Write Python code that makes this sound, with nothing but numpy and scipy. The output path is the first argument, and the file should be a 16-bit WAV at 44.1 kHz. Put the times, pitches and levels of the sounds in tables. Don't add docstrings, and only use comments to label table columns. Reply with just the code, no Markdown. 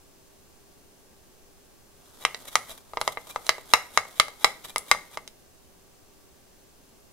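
import sys
import numpy as np
from scipy import signal
from scipy.fft import rfft, irfft
from scipy.io import wavfile
from scipy.ndimage import uniform_filter1d

SR = 44100
rng = np.random.default_rng(int(sys.argv[2]) if len(sys.argv) > 2 else 0)


def put_to_file(sound):
    columns = np.atleast_2d(sound).T
    safe = np.clip(columns, -1, 1)
    whole_steps = np.round(safe * 32767)
    wavfile.write(sys.argv[1], SR, whole_steps.astype(np.int16))


N = 313992
RING_SIZE = 8192

# pitch_hz, relative level_db per Hz
AIR_COLOUR = [(20, 1), (42, -7.5), (76, -7), (141, -7.5), (291, -7), (400, -10), (580, -10.5), (900, -14.5),
              (1400, -20), (2200, -22), (6500, -22.5), (10000, -23), (13000, -25.5), (15700, -25)]
# pitch_hz, relative level_db, waver_hz
HUM_LINES = [(72, -75.5, 2.7), (395, -71, 20), (1144, -81.5, 11), (1580, -83.5, 18), (2643, -89, 2),
             (2780, -86, 1.87), (4300, -82.5, 3), (5220, -78.5, 45), (6200, -79, 3.8), (6130, -77.5, 45),
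             (7420, -81, 66)]
# pitch_hz, relative level_db per Hz
DRAG_COLOUR = [(200, -4.5), (1000, -4), (2700, -3.5), (3400, 4), (4700, -1.5), (7000, -1), (9000, -0.5),
               (11300, -1), (14000, -3.5), (16000, -13)]
# pitch_hz, relative level_db per Hz
CHURN_COLOUR = [(100, -14), (400, -3), (900, -1.5), (1400, -3), (2500, -16), (6000, -26)]
# pitch_hz, relative level_db, t60_s
SQUEAK_MODES = [(2360, -5.5, 0.071), (3480, -11, 0.013), (3882, -2, 0.035)]
# time_s, speed (0 to 1)
HAND_PACE = [(1.9, 0.06), (2.3, 1), (2.75, 1), (2.83, 0.16), (2.92, .47), (3.05, 1), (5.1, 0.63), (5.35, 0)]
# middle_s, half_length_s, relative level_db
GRAZING_SWEEPS = [(2.456, .004, -46.5), (2.483, 0.0096, -38), (2.71, 0.018, -40), (2.78, .007, -53.5),
                  (3.125, 0.0063, -41), (3.273, 0.0042, -41), (3.305, .009, -40.5), (4.652, .014, -42),
                  (4.695, .012, -41.5), (5.138, .02, -48)]
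# pitch_hz, relative energy_db, t60_s, left_minus_right_db
BOWL_MODES = [(492, -7.5, .075, 3.5), (565, -8.5, 0.027, 0), (650, -4.5, 0.029, -0.5),
              (865, -3.5, 0.016, 1), (986, -4.5, 0.016, -8), (1191, 0, 0.018, 5), (1296, -9.5, .028, 6.5),
              (1460, -10, 0.014, 1), (1640, -11, 0.017, 3.5), (1973, -7, 0.016, -8), (2083, -4.5, 0.031, 6),
              (2178, -9, 0.055, 3.5), (2340, -19.5, 0.042, -1.5), (2650, -15.5, 0.028, 3.5),
              (2800, -13, 0.028, -8), (3154, -9.5, 0.0055, -11), (3939, -7.5, .019, -9),
              (5085, -6, 0.0074, 0), (6020, -11.5, 0.015, -7.5), (7360, -18.5, 0.03, 7.5),
              (8710, -19.5, .012, 9.5)]
# pitch_hz, relative level_db per Hz
CRACK_COLOUR = [(60, 6), (200, -3), (600, 1), (1400, 3), (2700, -2), (3500, 3), (5500, 3.5), (7000, -0.5),
                (10000, 0.5), (13000, -12.5), (16000, -17.5)]
# start_s,
# force_db, brightness_db_per_octave, contact_ms
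SPOON_KNOCKS = [(2.2508, -6.5, 2.5, .115), (2.3459, -26.5, 10, 0.21), (2.5553, -3.5, 0.7, .005),
                (2.9351, -22, -6, .095), (2.9719, -9, -3, .15), (3.0138, -11, -0.1, .04),
                (3.0773, -5, -2, .05), (3.1724, -13, -5, .19), (3.3605, -11, -5.5, .04),
                (3.4667, -37, 10, .14), (3.4923, -3, 1, .08), (3.582, -25, -5, .02),
                (3.7364, 4.5, 0.5, .07), (3.9748, 0.5, -1.1, .06), (4.053, -29.5, -7, .03),
                (4.1986, 2, 0.77, .07), (4.2829, -27, 0, .04), (4.4447, 3, 0.4, .08),
                (4.7603, -10, -1.1, .02), (4.7817, -44, 12, .02), (4.9138, 3.5, -1, .05),
                (4.9485, -19, -6, .05), (5.173, -14.5, -4, .03), (5.277, -43.5, 10.5, .14)]
CONTACT_BANDS_HZ = [450, 1100, 2050, 4200, 9500]
# from_s, to_s
BOTTOM_SPAN_S = (2.9, 3.1)

BOTTOM_THUD_DB, BOTTOM_RING_DB, WALL_RING_DB = 1.5, -4, 1
THUD_DB, THUD_PER_DB = -9.5, -0.37
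DEEP_DB, DEEP_HZ = -3.5, 220
HARD_KNOCK_DB = -8
RUN_UP_LEAD_S, RUN_UP_HALF_S, RUN_UP_DB = 0.021, 0.02024, -47.5
RECORDER_TOP_HZ = 15650


def undb(db):
    return 10 ** (np.asarray(db) / 20)


def unit(x):
    return x / np.sqrt(np.mean(np.sum(x ** 2, axis=-1)))


def fade(t, t60):
    return np.exp(-np.log(1000) * t / t60)


def on_bins(points, size):
    hz, value = np.transpose(points)
    bin_hz = np.arange(size // 2 + 1) * SR / size
    return np.interp(np.log(bin_hz + 1), np.log(hz), value)


def response(points, size=2048):
    cepstrum = irfft(np.log(undb(on_bins(points, size))))
    cepstrum[1:size // 2] *= 2
    cepstrum[size // 2 + 1:] = 0
    return irfft(np.exp(rfft(cepstrum)))


def through(x, h):
    filtered = signal.fftconvolve(np.atleast_2d(x), np.atleast_2d(h), axes=-1)
    return filtered[:, :np.shape(x)[-1]]


def noise_pair(size, likeness):
    mid, side = rng.standard_normal((2, size))
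    c = np.clip(likeness, -1, 1)
    shared = np.sqrt(1 + c) * mid
    opposed = np.sqrt(1 - c) * np.array([side, -side])
    return (shared + opposed) / np.sqrt(2)


def walk(rate):
    k = int(SR / rate)
    steps = np.repeat(rng.standard_normal(N // k + 1), k)
    return uniform_filter1d(steps, k)[:N]


def hum_lines():
    t = np.arange(N) / SR
    hum = np.zeros((2, N))
    for hz, level_db, waver_hz in HUM_LINES:
        phase = 2 * np.pi * (hz * t + np.cumsum(waver_hz * walk(rate=99)) / SR)
        offset = min(hz / 2500, np.pi / 2)
        level = undb(level_db + 0.96 * walk(rate=8))
        hum += level * np.sqrt(2) * np.sin([phase, phase + offset])
    return hum


def room_tone(air_db, hum_db, rumble_db):
    air = through(noise_pair(N, likeness=.14), unit(response(AIR_COLOUR, size=8192)))
    rumble_colour = [(20, -4.5), (70, -8), (160, -33.0), (600, -74.5)]
    rumble = through(noise_pair(N, likeness=-.3), unit(response(rumble_colour, size=8192)))
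    swell = undb(rumble_db + 3.5 * walk(rate=6))
    return undb(air_db) * air + undb(hum_db) * hum_lines() + swell * rumble


def kitchen(x, room_db, low_t60, treble_t60):
    t = np.arange(SR // 2) / SR
    low_colour = [(150, 10.5), (600, -1.5), (1100, -5.5), (2200, -3), (4500, -10), (12000, -14.5)]
    low = through(noise_pair(len(t), likeness=0.92), response(low_colour))
    high_colour = [(1000, -22.5), (4500, -7.5), (12000, 0)]
    high = through(noise_pair(len(t), likeness=0), response(high_colour))
    onset = np.clip(t / 0.0059, 0, 1)
    tail = (low * fade(t, low_t60) + high * fade(t, treble_t60)) * onset
    return x + through(x, undb(room_db) * unit(tail))


def weak_bass(x, edge_hz, leak_db):
    high_pass = signal.butter(2, edge_hz, "high", fs=SR, output="sos")
    return signal.sosfilt(high_pass, x) + undb(leak_db) * x


def bowl_ring(scatter_db, detune, lag_s):
    t = np.arange(RING_SIZE) / SR
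    hz, energy_db, t60, pan_db = np.transpose(BOWL_MODES)[:, :, None]
    pitch_chance, level_chance, lag_chance = rng.standard_normal((3, len(hz), 1))
    sides = np.array([1, -1])[:, None, None]
    age = np.maximum(t - np.maximum(sides * lag_s * lag_chance, 0), 0)
    gains = undb(energy_db + scatter_db * level_chance + sides * pan_db / 2) / np.sqrt(t60)
    tones = np.sin(2 * np.pi * hz * (1 + detune * pitch_chance) * age)
    ring = np.sum(gains * tones * fade(age, t60), axis=1)
    return unit(weak_bass(ring, edge_hz=568, leak_db=-30.5))


def squeak_ring(detune):
    t = np.arange(RING_SIZE) / SR
    shift = 1 + detune * rng.standard_normal()
    ring = np.zeros(RING_SIZE)
    for hz, level_db, t60 in SQUEAK_MODES:
        mode = np.sin(2 * np.pi * hz * shift * t) * fade(t, t60)
        ring += undb(level_db) * unit(mode)
    return ring


def sticky_slips(grain_db, pops_per_s, pop_db):
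    stick = undb(grain_db * walk(rate=520) + 2.0 * walk(rate=110))
    friction = noise_pair(N, likeness=0.27) * stick / np.sqrt(np.mean(stick ** 2))
    pops = (rng.random(N) < pops_per_s / SR) * noise_pair(N, likeness=.6)
    return friction + undb(pop_db) * pops


def strokes():
    run_ups = []
    for start_s, force_db, *_ in SPOON_KNOCKS:
        if force_db > HARD_KNOCK_DB:
            run_ups.append((start_s - RUN_UP_LEAD_S, RUN_UP_HALF_S, RUN_UP_DB))
    return GRAZING_SWEEPS + run_ups


def stirring(hiss_db, rumble_db, squeak_db, between_db, churn_db):
    t = np.arange(N) / SR
    slips = sticky_slips(grain_db=3.0, pops_per_s=170, pop_db=16)
    smear = undb(hiss_db) * unit(response(DRAG_COLOUR))
    sauce = undb(between_db) * smear + undb(churn_db) * unit(response(CHURN_COLOUR))
    out = through(slips * np.interp(t, *np.transpose(HAND_PACE)), sauce)
    for middle_s, half_s, level_db in strokes():
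        start = int((middle_s - 3 * half_s) * SR)
        near = slice(start, start + RING_SIZE)
        swell = np.exp(-((t[near] - middle_s) / half_s) ** 2)
        drag = undb(level_db) * slips[:, near] * swell
        shaken_bowl = bowl_ring(scatter_db=6.0, detune=0.013, lag_s=.00008)
        out[:, near] += through(drag, smear)
        out[:, near] += undb(rumble_db) * through(drag[0], shaken_bowl)
        out[:, near] += undb(squeak_db) * through(drag, squeak_ring(detune=0.00799))
    return out


def counter_thump(hz, t60):
    t = np.arange(RING_SIZE) / SR
    return unit(np.sin(2 * np.pi * hz * t) * fade(t, t60))


def hands(x, db, t60):
    t = np.arange(RING_SIZE) / SR
    unevenness = undb(3.9 * rng.standard_normal(RING_SIZE))
    echoes = noise_pair(RING_SIZE, likeness=0.513) * unevenness * fade(t, t60)
    echoes = echoes * (t > .0025)
    colour = [(200, -4.0), (500, 1.5), (1200, -1), (2200, 1), (5000, -3.0), (12000, -1.5)]
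    echoes = through(echoes, response(colour))
    return x + through(x, undb(db) * unit(echoes))


def contact(start_s, force_db, bright_db, contact_ms):
    hz = np.array(CONTACT_BANDS_HZ)
    octaves = np.log2(hz / hz[1])
    thud_db = THUD_DB + THUD_PER_DB * force_db
    db = np.where(octaves < 0, thud_db, bright_db * octaves)
    if BOTTOM_SPAN_S[0] < start_s < BOTTOM_SPAN_S[1]:
        db = db + np.array([BOTTOM_THUD_DB, 0, BOTTOM_RING_DB, 0, 0])
    elif force_db > HARD_KNOCK_DB:
        db = db + np.array([0, 0, WALL_RING_DB, 0, 0])
    cushion_db = 20 * np.log10(np.e) * (hz * contact_ms / 1000) ** 2
    return response([(DEEP_HZ, db[0] + DEEP_DB), *zip(hz, db - cushion_db)])


def knocks(ring_db, crack_db, crack_t60, thump_db):
    out = np.zeros((2, N))
    t = np.arange(RING_SIZE) / SR
    crack_colour = response(CRACK_COLOUR)
    thump = counter_thump(hz=143, t60=0.05)
    for start_s, force_db, bright_db, contact_ms in SPOON_KNOCKS:
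        burst = noise_pair(RING_SIZE, likeness=0.14) * fade(t, crack_t60)
        crack = unit(through(burst, crack_colour))
        ring = bowl_ring(scatter_db=2.5, detune=0.0056, lag_s=.00006)
        blow = undb(ring_db) * ring + undb(crack_db) * crack
        blow = hands(blow, db=-11.5, t60=0.076) + undb(thump_db) * thump
        coloured = through(blow, contact(start_s, force_db, bright_db, contact_ms))
        start = int(start_s * SR)
        out[:, start:start + RING_SIZE] += undb(force_db) * coloured
    return out


def scene():
    bowl = knocks(ring_db=14.5, crack_db=10, crack_t60=0.009, thump_db=-12)
    bowl = bowl + stirring(hiss_db=-3.0, rumble_db=-10, squeak_db=-7.5, between_db=-52.5, churn_db=-59)
    room = kitchen(bowl, room_db=-13, low_t60=0.34, treble_t60=0.29)
    return room + room_tone(air_db=-56.0, hum_db=1.5, rumble_db=-76.0)


def record(dry):
    clipped = np.clip(dry, -1, 1)
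    low_pass = signal.ellip(8, .2, 70, RECORDER_TOP_HZ, fs=SR, output="sos")
    return signal.sosfilt(low_pass, clipped)


dry = scene()
out = record(dry)
put_to_file(out)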